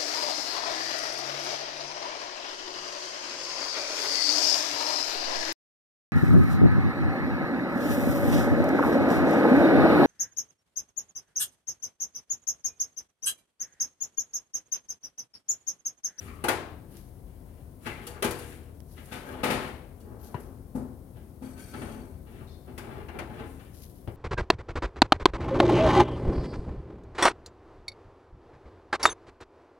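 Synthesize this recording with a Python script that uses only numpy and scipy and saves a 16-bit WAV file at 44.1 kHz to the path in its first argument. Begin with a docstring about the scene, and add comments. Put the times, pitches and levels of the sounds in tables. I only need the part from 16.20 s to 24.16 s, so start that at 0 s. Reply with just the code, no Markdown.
"""In a home kitchen, a metal baking pan is worked out of a countertop oven with mitts.
It knocks and grates, the oven's door moves, and jolts shake the sheet-metal casing and the rack inside:
contact forces are convolved with modal and dense responses of the metal. Stick-slip friction through
narrow resonances makes wires sing, the rim squeal and the base grind; decaying sines and shaped noise give
thumps, bumps, clicks, squeaks and brushing cloth. A low rumble, faint hiss and two hums lie underneath."""
import sys
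import numpy as np
from scipy import signal
from scipy.io import wavfile
from scipy.ndimage import map_coordinates

SR = 44100
rng = np.random.default_rng(int(sys.argv[2]) if len(sys.argv) > 2 else 0)


def bounce(signal):
    """Save signal as a 16-bit WAV file at the path given by the first command-line argument."""
    frames = np.transpose(np.atleast_2d(signal))
    limited = np.clip(frames, -1, 1)
    pcm = np.round(limited * 32767).astype(np.int16)
    wavfile.write(sys.argv[1], SR, pcm)


N = 351036


def from_db(db):
    """Decibel law: level to amplitude gain."""
    return 10 ** (np.asarray(db) / 20)


def rms_one(x):
    """Power normalization: scale to rms 1."""
    return x / np.sqrt(np.mean(x ** 2) + 1e-20)


def energy_one(x):
    """Energy normalization: a response so scaled passes white noise at equal level."""
    return rms_one(x) / np.sqrt(x.shape[-1])


def at_hz(points, hz):
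    """Interpolation on a logarithmic frequency axis."""
    points = np.array(points)
    return np.interp(np.log(hz), np.log(points[:, 0]), points[:, 1])


def butter(x, hz, kind, order=2):
    """Causal Butterworth filtering: a maximally flat passband."""
    return signal.sosfilt(signal.butter(order, hz, kind, fs=SR, output="sos"), x + 1e-18)


def drift(rate_hz):
    """Low-passed random fluctuation with spread 1, drawn every 40 samples and interpolated."""
    r = np.exp(-80 * np.pi * rate_hz / SR)
    chance = rng.standard_normal(N // 40 + 2002)
    slow = signal.lfilter([1], [1, -2 * r, r * r], chance)[2000:]  # without the filter's start
    return np.interp(np.arange(N) / 40, np.arange(len(slow)), rms_one(slow))


def panned(x, left_db):
    """Interchannel level difference: the left side is set this much above the right."""
    return x * from_db([[left_db / 2], [-left_db / 2]])


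def noise_bands(spectrum, likeness, balance, size, count):
    """Band analysis: yield (Hz, stereo noise), each band with its own level, coherence and balance."""
    edges = np.geomspace(24, 17400, count + 1)
    white = rng.standard_normal((2, 2, size + SR // 4))
    for k, (low, high) in enumerate(zip(edges, edges[1:])):
        hz = np.sqrt(low * high)
        settled = butter(white[k % 2], [low, high], "band", order=3)[:, -size:]
        mid, side = rms_one(settled) * np.sqrt(high - low)
        alike = np.clip(at_hz(likeness, hz), -1, 1)
        pair = np.sqrt(1 + alike) * mid + np.sqrt(1 - alike) * side * [[1], [-1]]
        yield hz, from_db(at_hz(spectrum, hz)) * panned(pair, at_hz(balance, hz))


# spectral shape of the room's rumble and hiss: (f/Hz, relative level per Hz/dB)
AIR_SPECTRUM = [(28, -12), (40, 10.5), (57, -0.5), (81, -0.5), (114, -2), (161, -5.5), (322, -10.5),
                (645, -19.5), (1290, -35), (2580, -45.5), (4200, -44.5), (7300, -44.5), (10300, -37),
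                (14600, -38.5)]
# coherence of that noise: (f/Hz, left-right likeness)
AIR_LIKENESS = [(40, 1), (150, 0.93), (400, 0.6), (1200, 0.099), (6000, 0.052), (10000, 1), (16000, 0.92)]
# balance of that noise: (f/Hz, left minus right level/dB)
AIR_BALANCE = [(60, 10), (150, 7.5), (380, 5.5), (1000, 13.5), (6000, 11.3), (10000, 4.3), (15000, 1.7)]
# hums: (f/Hz, rms level/dB before wavering and panning)
HUM = [(77, -54.5), (258, -74)]


def background():
    """Superposition of broadband room noise and two hums that waver in level and phase."""
    bands = noise_bands(AIR_SPECTRUM, AIR_LIKENESS, AIR_BALANCE, size=N, count=19)
    air = rms_one(sum(band for hz, band in bands))
    t, hum = np.arange(N) / SR, 0
    for hz, level_db in HUM:
        gain = np.sqrt(2) * from_db(level_db + 2.1 * drift(7.9))
        hum = hum + gain * np.sin(2 * np.pi * hz * t + 1.16 * drift(2.5))
    return from_db(-44) * air + panned(hum, left_db=6.5)


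def stroke(start, length, attack, release):
    """Envelope of one movement: linear rise, hold, then exponential decay by 60 dB over the release."""
    t = np.arange(N) / SR - start
    return np.clip(t / attack, 0, 1) * from_db(-60 * np.clip((t - length) / release, 0, 2))


def strokes(rows, attack, release):
    """Superposition of movement envelopes, each at its own level."""
    return sum(from_db(level_db) * stroke(start, length, attack, release)
               for start, length, level_db in rows)


def slips(per_s, spread_db, uneven_db):
    """Stick-slip friction: a random stream of impulses of unequal size that swells and thins; rms 1."""
    sizes = from_db(spread_db * np.minimum(rng.exponential(1, N), 4)) * rng.choice([-1, 1], N)
    happens = rng.random(N) < per_s / SR
    return rms_one(sizes * happens * from_db(uneven_db * drift(20.0)))


# mitt cloth brushing: (start t/s, length t/s, level/dB)
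MITT = [(.68, 0.092, -59.5), (2.64, 0.21, -65.5), (2.85, 0.16, -63), (3.05, 0.041, -60),
        (3.98, 0.083, -58.5), (4.17, 0.057, -63), (7.52, 0.2, -59)]


def mitt():
    """Fibre friction: quilted cloth catches and slips in a fine crackle with an airy top."""
    fibres = np.array([slips(per_s=1800, spread_db=2.5, uneven_db=3.0) for side in range(2)])
    rustle = butter(fibres, [3000, 9000], "band", order=1)
    airy = butter(fibres.mean(axis=0), [9000, 13000], "band")
    hiss = rms_one(panned(rustle, left_db=14.5) + from_db(8.5) * airy)
    return hiss * strokes(MITT, attack=0.059, release=0.6) * from_db(1.4 * drift(9.1))


# tiny dry clicks: (t/s, relative level/dB, lowest f/Hz, t60/s)
CLICKS = [(0.769, -46.5, 3520, 0.028), (2.604, -45.5, 500, 0.0068), (2.857, -49, 7000, 0.06),
          (4.205, -50, 8000, 0.05)]


def clicks():
    """Transient noise: bursts decay exponentially and excite no resonance."""
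    out, t = np.zeros((2, N + SR)), np.arange(SR // 10) / SR
    for s, level_db, lowest_hz, t60 in CLICKS:
        burst = rng.standard_normal((2, len(t))) * from_db(level_db - 60 * t / t60)
        at = int(s * SR)
        out[:, at:at + len(t)] += butter(burst, [lowest_hz, 13000], "band", order=1)
    return panned(out[:, :N], left_db=-9.0)


# short faint squeaks: (start t/s, length t/s, centre f/Hz, width f/Hz, relative level/dB)
SQUEAKS = [(0.05, 0.34, 1176, 200, -57.5), (2.913, 0.076, 3490, 120, -56), (3.067, 0.05, 1580, 200, -52),
           (4.004, 0.089, 12700, 900, -62)]


def squeaks():
    """Narrow-band friction noise: brief rubs swell and fade in one band."""
    out, t = np.zeros((2, N)), np.arange(N) / SR
    for s, length, hz, width, level_db in SQUEAKS:
        band = [hz - width / 2, hz + width / 2]
        rub = rms_one(butter(rng.standard_normal((2, N)), band, "band"))
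        progress = np.clip((t - s) / length, 0, 1)
        swell = np.sin(np.pi * np.sqrt(progress))  # quick to catch, slow to let go
        out += rub * swell * from_db(level_db + 2.0 * drift(40))
    return panned(out, left_db=10)


def add_damped(out, s, level_db, t60, wave):
    """Exponential decay: add one second of a wave that dies by 60 dB in t60."""
    t, at = np.arange(SR) / SR, int(s * SR)
    out[at:at + SR] += wave * from_db(level_db - np.minimum(60 * t / t60, 200))


# dull padded bumps: (t/s, relative level/dB, f/Hz, t60/s)
BUMPS = [(4.1461, -23.5, 132, 0.061), (7.8759, -28, 254, 0.013)]


def bumps():
    """Damped oscillation: a padded bump is a dry decaying cosine, dulled by a low-pass."""
    out, t = np.zeros(N + SR), np.arange(SR) / SR
    for s, level_db, hz, t60 in BUMPS:
        add_damped(out, s, level_db, t60, np.cos(2 * np.pi * hz * t))
    return panned(butter(out[:N], 1460, "low"), left_db=6.0)


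# coherence of the metal's sound: (f/Hz, left-right likeness)
METAL_LIKENESS = [(120, 0.7), (300, 0.9), (700, 0.45), (2000, 0.07), (7000, 0.05), (10000, 0.1),
                  (16000, 0.5)]
# balance of the metal's sound: (f/Hz, left minus right level/dB)
METAL_BALANCE = [(120, 8.4), (300, 3.5), (700, 7), (3000, 8.3), (7500, 11.7), (10000, 4), (16000, 1.2)]
# changing pressure bends rubbed resonances: they run early or late with this spread (s)
WAVER_S = .0001


def rubbed(resonances, per_s, flicker_db):
    """Friction-excited resonance: slips feed narrow bands that flicker singly and waver together; rms 1."""
    shared = slips(per_s, spread_db=0.0, uneven_db=0.5)
    apart = slips(per_s, spread_db=3.0, uneven_db=2.0)
    force, out = shared + 0.96 * apart * np.array([[1], [-1]]), 0
    for hz, width, level_db in resonances:
        r = np.exp(-np.pi * width / SR)
        section = [1, 0, -1, 1, -2 * r * np.cos(2 * np.pi * hz / SR), r * r]
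        tone = rms_one(signal.sosfilt([section, section], force + 1e-18))  # twice, for steep skirts
        gain = from_db(level_db + flicker_db * drift(13.5))
        out = out + panned(tone, at_hz(METAL_BALANCE, hz)) * gain
    bent = np.arange(N) + WAVER_S * SR * drift(7.1)
    return rms_one(np.array([map_coordinates(side, [bent], order=3) for side in out]))


# slides that make the rack's wires sing: (start t/s, length t/s, level/dB)
SING = [(2.915, 0.16, -61), (4.0, 0.065, -63), (5.215, 0.032, -54.5), (5.36, 0.15, -55),
        (5.55, 0.16, -57.5)]
# slides that make the pan's rim squeal: (start t/s, length t/s, level/dB)
SQUEALS = [(6.268, 0.058, -61.5)]
# slides that make the pan's base grind: (start t/s, length t/s, level/dB)
GRINDS = [(1.64, 0.11, -44.5), (3.08, 0.15, -65), (6.63, 0.2, -67), (6.9, 0.064, -58), (7.07, 0.18, -61.5)]
# resonances of the rubbed wires: (f/Hz, width f/Hz, relative level/dB)
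WIRES = [(1290, 46, -3), (1435, 44, -1), (1540, 47, 6), (1666, 60, -2), (2000, 50, -12), (2220, 81, -2),
         (2400, 100, -3), (3250, 80, -3), (3720, 130, -9), (4260, 59, -10), (4525, 110, 1.5),
         (5400, 1800, 1), (1990, 1500, -1.5), (5980, 200, -3), (6700, 150, -4), (7870, 170, -2),
         (8150, 150, -5), (8900, 250, 2.5), (9140, 500, 7.5), (10000, 310, 4), (10700, 740, 3),
         (11600, 880, 5.5), (12900, 2400, 6)]
# resonances of the rubbed rim: (f/Hz, width f/Hz, relative level/dB)
RIM = [(3580, 120, -5), (3860, 220, -7), (4300, 260, -5), (4900, 1500, -5)]
# resonances of the rubbed base: (f/Hz, width f/Hz, relative level/dB)
BASE = [(1690, 130, 0), (2090, 190, 0.12), (2370, 140, 0), (2660, 220, -1)]


def slides():
    """Frictional excitation: sliding makes the rack's wires sing, the pan's rim squeal, its base grind."""
    sing = rubbed(WIRES, per_s=2500, flicker_db=2.0)
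    squeal = rubbed(RIM, per_s=2500, flicker_db=1.5)
    grind = rubbed(BASE, per_s=700, flicker_db=3.0)
    out = sing * strokes(SING, attack=0.039, release=0.92)
    out += squeal * strokes(SQUEALS, attack=0.01, release=0.69)
    return out + grind * strokes(GRINDS, attack=0.061, release=0.31)


# knocks of the pan, and a last dull bump: (t/s, strength level/dB, then bass, bite and treble
# relative level/dB, chatter t/s, struck spot's f/Hz, its level/dB before panning, its t60/s)
KNOCKS = [(0.2395, 13.5, -4, -10, -8, 0.004, 366, -25.5, 0.047),
          (0.2835, 16.5, -2, -2.5, -4.5, 0.0081, 1440, -23, 0.12),
          (1.657, 0, 7, 2.5, -6, 0.022, 2224, -49, 0.4), (2.0235, 10.5, -5, 0, -1, 0.0048, 407, -28.5, 0.3),
          (2.043, 10.5, 5.5, -3.5, -1.5, 0.0088, 854, -25, 0.073),
          (2.777, -25, -6, -2, -6, 0.008, 2030, -51.5, 0.068),
          (4.144, 0.5, 10.5, -11, -31, 0.0026, 974, -29, 0.057),
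          (5.538, -7.5, -20, -2, -9, 0.003, 1320, -42, 0.12),
          (6.21, -10, -20, -40, -23, 0.0102, 125, -36.5, 0.17),
          (6.578, -2.5, 1, -2.5, -1.5, 0.0055, 2000, -42, 0.031),
          (6.884, -2, -6, -5.5, -22, 0.0031, 2760, -52, 0.12),
          (6.988, 2.5, 0.5, -1.5, -9.5, 0.002, 2380, -38, 0.073),
          (7.875, -3.5, 8, -11, -20, 0.0013, 110, -28, 0.086)]
# jolts of the oven's door and casing: (t/s, strength level/dB, then bass, bite and treble
# relative level/dB, chatter t/s, struck spot's f/Hz, its level/dB before panning, its t60/s)
JOLTS = [(2.914, -8, 5, 6.5, 1, 0.044, 1508, -48.5, 0.64), (3.232, 14, -5, -1, -8, .014, 1266, -36.5, 0.56),
         (3.292, 9, -0.5, 0, -5.5, .045, 219, -34, 0.16),
         (4.548, -1.5, 11.5, -31, -9.5, .018, 245.8, -32.5, 0.58),
         (5.214, -11, 10, -12, -8, 0.044, 257.3, -44.5, 0.86)]


def thumps():
    """Damped local vibration: each struck spot swings at one pitch and decays exponentially."""
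    out, t = np.zeros(N + SR), np.arange(SR) / SR
    for s, *contact, hz, level_db, t60 in list(KNOCKS) + list(JOLTS):
        add_damped(out, s, level_db, t60, np.sin(2 * np.pi * hz * t))
    return panned(out[:N], left_db=9.0)


# dense upper modes of the metal: (f/Hz, relative level per Hz/dB)
METAL = [(60, -3), (100, -1.5), (145, -6), (180, -8), (270, -1), (400, -1), (490, -3), (640, -4.5),
         (850, -4), (1100, -6.5), (1400, -7), (1750, -9), (2250, -8), (3000, -12.5), (6000, -21.5),
         (8000, -20.5), (10300, -13), (15000, -27)]


def dense_ring(t60_table, rise):
    """Statistical modal overlap: noise bands build up, then decay at their own rates."""
    t, out = np.arange(SR) / SR, 0
    for hz, band in noise_bands(METAL, METAL_LIKENESS, METAL_BALANCE, size=SR, count=38):
        fading = band * (1 - np.exp(-t / rise)) * from_db(-60 * t / at_hz(t60_table, hz))
        out = out + rms_one(fading) * np.std(band)
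    return energy_one(out)


# bent sheet and wire split every mode in two: twin's relative level/dB, greatest detuning (share of pitch)
TWIN_DB, TWIN_DETUNE = -7.5, 0.012


def modal_ring(modes):
    """Modal superposition: modes beat with weaker twins; less coherent ones differ in phase by side."""
    t, out = np.arange(SR) / SR, 0
    chances = rng.uniform(-0.99, 1, (len(modes), 3))
    for (hz, level_db, t60), (phase, skew, split) in zip(modes, chances):
        apart = skew * np.clip(1 - at_hz(METAL_LIKENESS, hz), 0, 1)
        angle = np.pi * (2 * hz * t + phase + np.array([[0], [apart]]))
        twin = np.sin(angle + 2 * np.pi * hz * TWIN_DETUNE * split * t)
        wave = np.sin(angle) + from_db(TWIN_DB) * twin
        out = out + panned(wave, at_hz(METAL_BALANCE, hz)) * from_db(level_db - 60 * t / t60)
    return energy_one(out)


def excite(force, response):
    """Linear superposition: a driven body sounds as force convolved with response."""
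    return signal.fftconvolve(force[None], response, axes=1)[:, :N]


def below(x, hz):
    """Zero-phase low-pass filtering."""
    return signal.sosfiltfilt(signal.butter(2, hz, fs=SR, output="sos"), x + 1e-18)


# borders of bass, middle, bite and treble
BASS_HZ, BITE_HZ, TREBLE_HZ = 352, 1246, 4630


def contact_colour(bass, middle, bite, treble):
    """Contact stiffness: heavy soft contacts push in the bass, hard light ones in the treble."""
    out = treble + below(bite - treble, TREBLE_HZ)
    return out + below(middle - bite, BITE_HZ) + below(bass - middle, BASS_HZ)


# a contact that chatters longer sets the body ringing more
BRIEF_CHATTER_S, RING_DB_PER_DOUBLING = 0.0041, 1.59


def blows(rows, rebound_db, ring_db):
    """Impulsive excitation: a burst of rebounds at the contact, and one net push that rings the body."""
    near, ringing = np.zeros((2, 4, N + SR))
    chances = rng.random((len(rows), 2, 9))
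    for (s, level_db, bass_db, bite_db, treble_db, chatter, *spot), chance in zip(rows, chances):
        when = (np.arange(9) + chance[0]) / 9
        sizes = from_db(rebound_db * when) * np.sign(chance[1] - .5)
        at = ((s + chatter * (when - when[0])) * SR).astype(int)
        push = from_db(level_db + np.array([bass_db, 0, bite_db, treble_db]))
        near[:, at] += np.outer(push, sizes / np.linalg.norm(sizes))
        longer_db = RING_DB_PER_DOUBLING * np.log2(chatter / BRIEF_CHATTER_S)
        ringing[:, at[2]] += push * from_db(ring_db + longer_db)
    return contact_colour(*near[:, :N]), contact_colour(*ringing[:, :N])


# tugs that drag the pan over the rack or move the oven's door: (start t/s, length t/s,
# friction level/dB, weight as bass relative level/dB, hardness as bite relative level/dB,
# lean on casing rather than pan, level/dB)
TUGS = [(-0.05, 0.097, -49.5, 18.5, 10, 5), (0.097, 0.14, -50, -7, -9, 3), (0.655, 0.15, -67, 4, 8, -2),
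        (1.04, 0.38, -70.5, 14, 9, 5), (1.594, 0.26, -40.5, 5, 0, -1), (1.866, 0.046, -40, -7, -19, -11),
        (2.128, 0.17, -49.5, 18.5, 11, -3), (2.723, 0.22, -54.5, 13, 7.5, 3), (2.87, 0.13, -38, -9, -15, 8),
        (3.012, 0.052, -35.5, 0, -9, 18), (3.076, 0.14, -36, 2, -9.5, 4),
        (3.308, 0.16, -40.5, 2.5, 3, 11.5), (3.797, 0.19, -45, 12.5, -27, -4),
        (3.973, 0.29, -43, 9, -21, 7), (4.926, 0.038, -55.5, 17.5, 0.5, 8.5),
        (5.216, 0.28, -49, 12.5, -2.5, 7.5), (5.517, 0.16, -36.5, 8.5, -6, 8),
        (5.734, 0.11, -50.5, 19.5, -11, 10.5), (6.044, 0.18, -50.5, 17.5, 1, 1),
        (6.438, 0.16, -46, 11.5, -11, 7), (6.598, 0.2, -38, 8, -8.5, -4), (6.912, 0.15, -37, 7.5, -16, 4.5),
        (7.086, 0.14, -37.5, 7, -6.5, -2), (7.233, 0.23, -83, 14, 25.5, 3)]
# a tug builds up, holds and lets go, falling 60 dB over the release
TUG_ATTACK_S, TUG_RELEASE_S = 0.039, 0.46
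# hard contact brightens the treble in step with the bite (dB per dB, and dB at no hardness)
TREBLE_PER_HARDNESS, TUG_TREBLE_DB = 1.42, -6.5


def dragging():
    """Stick-slip force of the tugged pan or door, coarse with a fine hiss, and its lean on the casing (dB)."""
    push, lean = np.zeros((4, N)), np.zeros(N)
    for start, length, friction_db, weight_db, hard_db, casing_db in TUGS:
        treble_db = TUG_TREBLE_DB + TREBLE_PER_HARDNESS * hard_db
        colour_db = np.array([weight_db, 0, hard_db, treble_db])
        movement = stroke(start, length, TUG_ATTACK_S, TUG_RELEASE_S)
        tug = np.outer(from_db(friction_db + colour_db), movement)
        push += tug
        lean += casing_db * tug[1]
    coarse = slips(per_s=450, spread_db=4.0, uneven_db=3.5)
    fine = slips(per_s=5000, spread_db=2.0, uneven_db=1.5)
    mean_lean_db = lean / (push[1] + 1e-18)  # overlapping tugs count by their force
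    return contact_colour(*push[:3] * coarse, push[3] * fine), mean_lean_db


# light sharp ticks of the rack's wires: (t/s, strength level/dB, chatter t/s)
TICKS = [(1.868, -7.5, 0.015), (2.108, -5, 0.012), (2.189, -14.5, 0.015), (3.802, -28, 0.023)]
# what all ticks share: (bass, bite, treble relative level/dB)
TICK_TOUCH = (2, 0, 9.4)
# modes of the pan: (f/Hz, relative level/dB, t60/s)
PAN = [(141.1, -1, 1), (308, 3.5, 0.8), (338.4, 6.5, 0.95), (416, 9, 0.4), (485, 12, 0.3), (682, 1, 0.6),
       (838, 8, 0.35), (873, 10, 0.3), (1071, 3, 0.6), (1168, 11, 0.27), (1316, -2, 0.5), (1450, 13, 0.22),
       (1520, 2, 0.51), (1588, 6, 0.6), (1692, 6, 0.55), (1809, 1, 0.26), (1928, 7, 0.2), (2040, 9, 0.27),
       (2170, 3, 0.45), (2270, 7, 0.28), (2400, 4, 0.3), (2600, 6, 0.22), (3155, -5, 0.4), (4100, -3, .3),
       (4710, -9, 0.4), (5300, -8, 0.3), (6200, -13, 0.45), (9275, -2, 0.22), (9825, -5, 0.3)]
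# modes of a flicked rack wire: (f/Hz, relative level/dB, t60/s)
RACK = [(483, 12.5, 0.84), (2830, 2, .25), (4550, -5, 0.33), (6200, -12, 0.12), (7951, -22, 0.35),
        (9652, -14, 0.21), (11100, -10, 0.23), (11780, -13, 0.28)]
# modes of the oven's casing and the rack inside it: (f/Hz, relative level/dB, t60/s)
CASING = [(146, -5, 0.82), (219, 4, 0.5), (258.8, 6.5, 0.58), (502, 1, 0.7), (527, -3, 0.5), (588, 0, 0.5),
          (822, -5, 0.68), (867, -3, 0.63), (1270, -4, 0.55), (1415, -14, 0.5), (1678, -8, 0.48),
          (1960, -12, 0.5), (2099, -6, 0.3), (2191, -9, 0.58), (2315, -7, 0.52), (2579, -10, 0.48),
          (2713, -10, 0.3), (2923, -12, 0.4), (3074, -14, 0.45), (3768, -14, 0.56), (3941, -16, 0.55),
          (4210, -18, 0.35), (4452, -12, 0.52), (4540, -14, 0.6), (6130, -23, 0.69), (8757, -14, 0.5),
          (8880, -15, 0.4), (9150, -13, 0.3), (9450, -11, 0.25), (9700, -12, .3), (10400, -15, .25),
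          (11600, -12, 0.25)]
# ring-out of oven and kitchen: (f/Hz, t60/s)
RING_OUT = [(120, 1), (400, 0.85), (1500, 0.59), (4000, 0.54), (9000, 0.35), (16000, 0.18)]


def pan_and_oven():
    """Source-filter principle: blows and friction drive a short clack, metal modes and a long ring-out."""
    ticks = [(s, level_db, *TICK_TOUCH, chatter) for s, level_db, chatter in TICKS]
    knock, knock_ring = blows(KNOCKS, rebound_db=-3, ring_db=-2.5)
    tick, tick_ring = blows(ticks, rebound_db=-21, ring_db=-5.0)
    jolt, jolt_ring = blows(JOLTS, rebound_db=-27, ring_db=-2.5)
    drag, lean_db = dragging()

    clack = dense_ring([(120, 0.053), (1000, 0.26), (10000, 0.045)], rise=0.000095)  # (f/Hz, t60/s)
    contact = knock + tick + from_db(-9.5) * jolt + from_db(-0.5) * drag
    out = from_db(-7.5) * excite(contact, clack)

    net_push = knock_ring + tick_ring + from_db(3.3) * jolt_ring + drag
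    out += from_db(-8.5) * excite(net_push, dense_ring(RING_OUT, rise=0.0028))

    on_pan = knock_ring + from_db(-8 - lean_db) * drag
    out += from_db(-8.5) * excite(on_pan, modal_ring(PAN))
    out += from_db(-2.0) * excite(tick_ring, modal_ring(RACK))
    on_casing = jolt_ring + from_db(-15.0 + lean_db) * drag
    return out + from_db(-6.0) * excite(on_casing, modal_ring(CASING))


def scene():
    """Superposition of all sources at the microphone."""
    out = background() + mitt() + clicks() + squeaks() + bumps()
    return out + slides() + thumps() + pan_and_oven()


def record(dry):
    """Band limitation: the microphone drops the deepest bass; an elliptic filter cuts the top steeply."""
    thinned = butter(dry, 52.3, "high", order=5)
    return signal.sosfilt(signal.ellip(10, .2, 80, 15900, fs=SR, output="sos"), thinned)


dry = scene()
out = record(dry)
bounce(out)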